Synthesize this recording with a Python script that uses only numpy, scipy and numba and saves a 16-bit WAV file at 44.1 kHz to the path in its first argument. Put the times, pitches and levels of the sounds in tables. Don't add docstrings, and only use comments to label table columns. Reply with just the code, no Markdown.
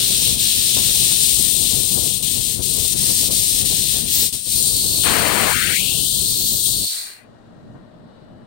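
import sys
import numpy as np
from scipy import signal
from scipy.fft import rfft, irfft, next_fast_len
from scipy.io import wavfile
from scipy.ndimage import uniform_filter1d
from numba import njit

SR = 44100
rng = np.random.default_rng(int(sys.argv[2]) if len(sys.argv) > 2 else 0)


def put_to_file(sound):
    columns = np.atleast_2d(sound).T
    safe = np.clip(columns, -1, 1)
    whole_steps = np.round(safe * 32767)
    wavfile.write(sys.argv[1], SR, whole_steps.astype(np.int16))


N = 373086
T = np.arange(N) / SR


def undb(db):
    return 10 ** (np.asarray(db) / 20)


def unit(x):
    return x / np.sqrt(np.mean(x ** 2))


def curve(table):
    times, *columns = np.transpose(table)
    return [np.interp(T, times, column) for column in columns]


def envelope(table):
    return sum(undb(db) * np.clip(np.minimum((T - start) / attack, (end - T) / release), 0, 1)
               for start, end, attack, release, db in table)


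def bump(time, half_length):
    return np.exp(-((T - time) / half_length) ** 2)


def wander(rate_hz):
    hold = max(int(SR / rate_hz), 1)
    steps = np.repeat(rng.standard_normal(N // hold + 1), hold)
    return unit(uniform_filter1d(steps, hold)[:N])


def shaped(gain_at, source=None):
    size = next_fast_len(N, real=True)
    hz = np.maximum(np.fft.rfftfreq(size, 1 / SR), 1)
    source = rng.standard_normal(N) if source is None else source
    return unit(irfft(rfft(source, size) * gain_at(hz), size)[:N])


def noise(colour, source=None):
    hz, db = np.transpose(colour)
    return shaped(lambda f: undb(np.interp(np.log(f), np.log(hz), db)), source)


def resonance(hz, width_hz):
    return shaped(lambda f: 1 / (1 + (2 * (f - hz) / width_hz) ** 2))


def tone(hz, waver):
    pitch_hz = hz * (1 + waver * wander(16))
    return unit(np.sin(2 * np.pi * np.cumsum(pitch_hz) / SR))


@njit
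def highpass(x, hz, damping):
    out, band_state, low_state = np.empty(len(x)), 0., 0.
    for i in range(len(x)):
        g = np.tan(np.pi * hz[i] / SR)
        band = (band_state + g * (x[i] - low_state)) / (1 + g * (g + damping))
        low = low_state + g * band
        band_state, low_state = 2 * band - band_state, 2 * low - low_state
        out[i] = x[i] - damping * band - low
    return out


def low_cut(x, edge_hz, stages):
    for damping in 2 * np.cos(np.pi * (np.arange(stages) + .5) / (2 * stages)):
        x = highpass(x, np.clip(edge_hz, 10, SR / 4), damping)
    return x


def reflect(x, echo_db, sway_s, count=8):
    out = x
    for lag_s in rng.uniform(.002, .03, count):
        echo = np.interp(T - lag_s - sway_s * wander(0.94), T, x, left=0)
        out = out + undb(echo_db) * echo
    return out / np.sqrt(1 + count * undb(echo_db) ** 2)


# (frequency [Hz], level [dB])
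HALL_LEFT = [(30, -7), (70, -9), (200, -2.5), (400, -3), (650, -2), (900, -9), (1850, -16.5), (2200, -26.5),
             (4000, -32), (5000, -42), (8900, -34), (10500, -52), (16000, -48)]
HALL_RIGHT = [(30, -7), (70, -3.5), (200, -2), (400, -6.5), (900, -16.5), (1400, -31), (2300, -27),
              (4000, -18), (5500, -29.5), (7500, -54), (16000, -46.5)]
# (pitch [Hz], left [dB], right [dB])
HALL_HUM = [(113, -17, -12.5), (230.2, -12.5, -13), (305, -17, -16), (614, -11.5, -22), (1870, -29.5, -43),
            (2860, -33.5, -38.5)]
# (time [s], half length [s], level [dB])
RUMBLES = [(7.3, 0.057, -50), (7.7, 0.2, -41.5), (8.05, .12, -50), (8.365, 0.18, -43)]
# (frequency [Hz], level [dB])
RUMBLE_EQ = [(40, -13), (130, 2.5), (230, 2), (400, -13), (900, -29.5), (3000, -60.5)]

def hall():
    room = np.array([noise(HALL_LEFT), undb(-7.5) * noise(HALL_RIGHT)])
    hum = sum(undb([[left], [right]]) * tone(hz, waver=0.003) * undb(2 * wander(9))
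              for hz, left, right in HALL_HUM)
    swells = sum(undb(db) * bump(time, half) for time, half, db in RUMBLES)
    rumble = np.array([noise(RUMBLE_EQ) for _ in range(2)]) * swells * undb(1.6 * wander(20))
    fader_db = np.interp(T, [7.15, 7.27], [-55, -45.5])
    return (room + hum) * undb(fader_db) + rumble


# (start [s], end [s], attack [s], release [s], level [dB])
HEAD_LIFT = [(8.0, 8.33, .08, .12, -65.5)]
# (start [s], end [s], pitch [Hz], level [dB])
DRIVE_RUNS = [(1.1, 1.333, 192, -60), (4.02, 4.28, 266, -52), (4.3, 5.5, 268, -63),
              (4.72, 4.967, 268, -49.5), (7.25, 7.978, 1870, -76), (8.05, 8.5, 2970, -76)]
# (time [s], left [dB], right [dB], decay [s])
JOLTS = [(.765, -19.5, -39, 0.024), (1.105, -29.5, -40, 0.036), (3.0, -39.5, -57, 0.27),
         (4.95, -43, -47, 0.42), (7.744, -38.5, -55, 0.034)]
# (frequency [Hz], level [dB])
JOLT_EQ = [(40, -9.5), (130, 4.5), (450, -1.5), (1000, -6.5), (2000, -18.5), (6000, -62)]

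def gantry():
    out = np.array([resonance(hz=3900, width_hz=1300) * envelope(HEAD_LIFT) for _ in range(2)])
    for start, end, hz, db in DRIVE_RUNS:
        out += envelope([(start, end, .04, .04, db)]) * tone(hz, waver=0.0029)
    thud = np.array([noise(JOLT_EQ), noise(JOLT_EQ)])
    for time, left, right, decay in JOLTS:
        age = np.maximum(T - time, 0)
        attack = np.minimum(age / 0.0043, 1)
        out += undb([[left], [right]]) * thud * attack * np.exp(-age / decay)
    return out


# (time [s], sag [s], recovery [s], jet depth [dB], draught depth [dB])
CHOKES = [(0.37, 0.029, 0.02, 7.5, -5.5), (2.222, 0.049, 0.0034, 9, 4), (2.61, 0.053, 0.012, 10, -2.5),
          (2.949, 0.009, 0.014, 9, -1), (3.297, 0.011, 0.014, 9, -1), (3.642, 0.015, 0.0087, 9, 2),
          (4.045, 0.043, 0.046, 6.5, -3), (4.321, 0.032, 0.0044, 14.5, 17), (4.425, 0.075, 0.059, 11.5, 14)]

def choking():
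    return sum(np.outer(depths_db, np.exp(-np.abs((T - time) / np.where(T < time, sag, recovery)) ** 2.05))
               for time, sag, recovery, *depths_db in CHOKES)


# (start [s], end [s], attack [s], release [s], level [dB])
DRAUGHT = [(-.05, 6.875, .05, 0.066, -28.5)]
# (frequency [Hz], level [dB])
DRAUGHT_EQ = [(20, -35), (40, -1.5), (80, 0), (140, 0), (250, -5), (400, -12), (600, -22.5), (900, -29.5),
              (1400, -33.5), (3000, -44.5)]
SPUTTER_EQ = [(120, -24), (300, -1.5), (480, -1), (750, -9), (1200, -19), (2500, -43)]

def draught():
    gust = wander(24)
    puffs = undb(4.2 * gust + 3 * wander(70))
    sputter = noise(SPUTTER_EQ) * undb(-14) * puffs
    body = noise(DRAUGHT_EQ) * undb(1.7 * gust)
    flow_db, _ = curve(GAS_FLOW)
    _, duck_db = choking()
    return (body + sputter) * envelope(DRAUGHT) * undb(0.32 * (flow_db - flow_db.mean()) - duck_db)


# (start [s], end [s], attack [s], release [s], level [dB])
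ROAR = [(5.03, 6.25, 0.031, 0.094, -15.5)]
# (frequency [Hz], level [dB])
ROAR_EQ = [(20, -13), (60, 0), (200, 1.5), (1400, 0), (2400, -1), (3300, -4.5), (4500, -15), (8000, -34)]
# (time [s], cutoff [Hz])
ROAR_SWEEP = [(5.49, 45), (5.545, 1230), (5.72, 1410), (5.82, 2420), (6.0, 2900), (6.12, 3240)]

def roar():
    blast = reflect(noise(ROAR_EQ) * envelope(ROAR), echo_db=-26, sway_s=.00003)
    return low_cut(blast, curve(ROAR_SWEEP)[0], stages=8)


# (start [s], end [s], attack [s], release [s], level [dB])
VENT = [(6.88, 7.29, .05, 0.21, -40.5)]
TRICKLE = [(7.1, 7.85, .1, .08, -72)]
# (frequency [Hz], level [dB])
VENT_EQ = [(500, -5), (1050, -1.5), (1800, 7.5), (2400, 6.5), (3200, -3), (6000, -30)]

def venting():
    return noise(VENT_EQ) * envelope(VENT) + resonance(hz=6600, width_hz=4500) * envelope(TRICKLE)


VALVE_SHUT_S, BLEED_DB_PER_S, EMPTY_S, COLLAPSE_DB = 6.706, 25.5, 0.6, 50.5

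def emptying():
    age = np.maximum(T - VALVE_SHUT_S, 0)
    return np.minimum(BLEED_DB_PER_S * age + COLLAPSE_DB * (age / EMPTY_S) ** 3.95, 100)


def hollow(x, spacing_hz=397, echo_db=-10):
    gain = undb(echo_db) * np.clip((T - VALVE_SHUT_S) / .1, 0, 1)
    echo = np.interp(T - 1 / spacing_hz, T, x, left=0)
    return (x + gain * echo) / np.sqrt(1 + gain ** 2)


def gap_whistle(level_db):
    return resonance(hz=8885, width_hz=1120) * undb(level_db + .5 * wander(5.7))


# (frequency [Hz], level [dB])
RUSH_EQ = [(1300, -14), (2000, -22), (2500, -5.5), (2950, 0), (3500, 5.5), (4200, 5), (4800, -31.5),
           (6000, -13.5)]

def cut_rush(level_db):
    rush = noise(RUSH_EQ) + undb(-12.5) * resonance(hz=4290, width_hz=250)
    return rush * undb(level_db + wander(17))


# (frequency [Hz], level [dB])
SIZZLE_EQ = [(10000, -38), (12000, -30), (13200, -6), (16000, -1.5)]

def sizzle(hiss_db, surge_db, passed):
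    gain = np.sqrt(passed) * undb(2 * hiss_db + surge_db + 13.5)
    return [noise(SIZZLE_EQ) * gain for _ in range(2)]


# (frequency [Hz], level [dB])
SPILL_EARLY_EQ = [(150, -27.5), (600, -19), (1500, -25.5), (2200, -13), (2800, -4), (4200, 0), (5800, -0.5),
                  (7200, -10.5), (8400, -30), (9700, -17), (12500, -16.5), (16000, -17)]
SPILL_LATE_EQ = [(150, -41.5), (700, -21.5), (1500, -33.5), (2300, -23.5), (2900, -17.5), (3700, 3),
                 (4300, 13), (5200, -6), (6600, -40), (8600, -40), (16000, -24.5)]

def spill(eddies, passed):
    early, late = (noise(eq, .45 * np.roll(eddies, lag) + rng.standard_normal(N))
                   for eq, lag in ((SPILL_EARLY_EQ, 9), (SPILL_LATE_EQ, 20)))
    return np.sqrt(1 - passed) * early + np.sqrt(passed) * late


# (time [s], hiss and whistle [dB], rush [dB])
GAS_FLOW = [(0, -18.5, -20.5), (1.3, -16, -23), (2.4, -20, -26), (2.75, -19.5, -28), (3.2, -17, -29),
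            (4.0, -19, -23.5), (4.7, -18.5, -30.5), (5.6, -21, -27), (6.5, -18.5, -24)]
# (time [s], late colour [0-1])
PASSING = [(4.1, 0), (4.4, 0), (4.74, 0.82), (5.3, 0.86)]
# (time [s], level [dB])
SPILL_SEND = [(0, -3.5), (1.25, -5.5), (1.42, -12.5), (2.8, -10.5), (3.1, -5), (4.5, -8), (4.82, -3),
              (5.45, -8.5), (6.0, -9.5), (6.35, -4), (6.66, -10.5), (6.87, 0.5)]
# (time [s], half length [s], whistle [dB], rush [dB], sizzle [dB])
SURGES = [(.9, .15, -0.5, 1.5, 0), (1.142, 0.034, 0, 4, 0), (1.24, 0.022, 1, 0, 0),
          (1.43, 0.081, 1.5, 0, 0), (4.63, 0.1, 2.5, 1.5, 4.5), (5.05, .05, 4, 7.5, 2),
          (6.51, 0.16, -4, -4, 5.5), (6.66, 0.026, 5.5, 7, 2)]
# (start [s], end [s], attack [s], release [s], level [dB])
FLARE = [(4.095, 4.285, .05, 0.084, -13.5)]
# (frequency [Hz], level [dB])
FLARE_EQ = [(8000, -25), (11000, -7), (12300, -7), (16000, 3)]
HISS_EQ = [(1000, -46.5), (1800, -11.5), (2700, -14.5), (4200, 2), (5200, -1), (6500, 0.5), (7800, 5),
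           (9200, -12.5), (10300, -4.5), (11600, -0.5), (14000, -0.5), (16000, 0.5)]
EDGE_EARLY_HZ, EDGE_LATE_HZ, SHADE_DB_PER_OCTAVE = 1560, 3200, 17.5

def jet():
    flow_db, cut_db = curve(GAS_FLOW)
    empty_db = emptying()
    choke_db, _ = choking()
    passed, send_db = curve(PASSING)[0], curve(SPILL_SEND)[0]
    whistle_lift, rush_lift, sizzle_lift = sum(np.outer(lifts_db, bump(time, half))
                                               for time, half, *lifts_db in SURGES)
    flaring = envelope(FLARE)
    pressure_db = flow_db - empty_db + 3.5 * flaring / flaring.max()
    hiss_db = pressure_db - 0.1 * empty_db - choke_db
    eddies = rng.standard_normal(N)
    hiss = noise(HISS_EQ, eddies) * undb(hiss_db + 2.5)
    whistle = gap_whistle(flow_db - empty_db + whistle_lift - 0.71 * choke_db - 0.5 * passed + 0.9)
    rush = cut_rush(cut_db - 2.2 * empty_db + rush_lift - choke_db + 0.9)
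    flare = noise(FLARE_EQ) * flaring
    early_hz = EDGE_EARLY_HZ * 2 ** ((send_db[0] - send_db) / SHADE_DB_PER_OCTAVE)
    edge_hz = ((1 - passed) * early_hz + passed * EDGE_LATE_HZ) * np.exp(.12 * wander(12))
    sizzle_left, sizzle_right = sizzle(hiss_db, sizzle_lift, passed)
    direct = low_cut(hiss + whistle + rush + flare, edge_hz, stages=3)
    left = hollow(direct + venting()) + undb(-2.5) * sizzle_left
    aside = spill(low_cut(eddies, edge_hz, stages=3), passed)
    right = aside * undb(pressure_db + send_db - 0.99 * choke_db) + sizzle_right + undb(-5.5) * flare
    flutter = undb(.4 * wander(24) + .55 * wander(250))
    return np.array([reflect(side * flutter, echo_db=-21, sway_s=.00005) for side in (left, right)])


def scene():
    air = draught() + roar()
    return jet() + undb([[0], [-42]]) * air + gantry() + hall()


def record(dry, ceiling=.85, top_hz=15780):
    rounded = dry / (1 + (dry / ceiling) ** 8) ** (1 / 8)
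    return signal.sosfilt(signal.ellip(12, .1, 80, top_hz, fs=SR, output="sos"), rounded)


dry = scene()
out = record(dry)
put_to_file(out)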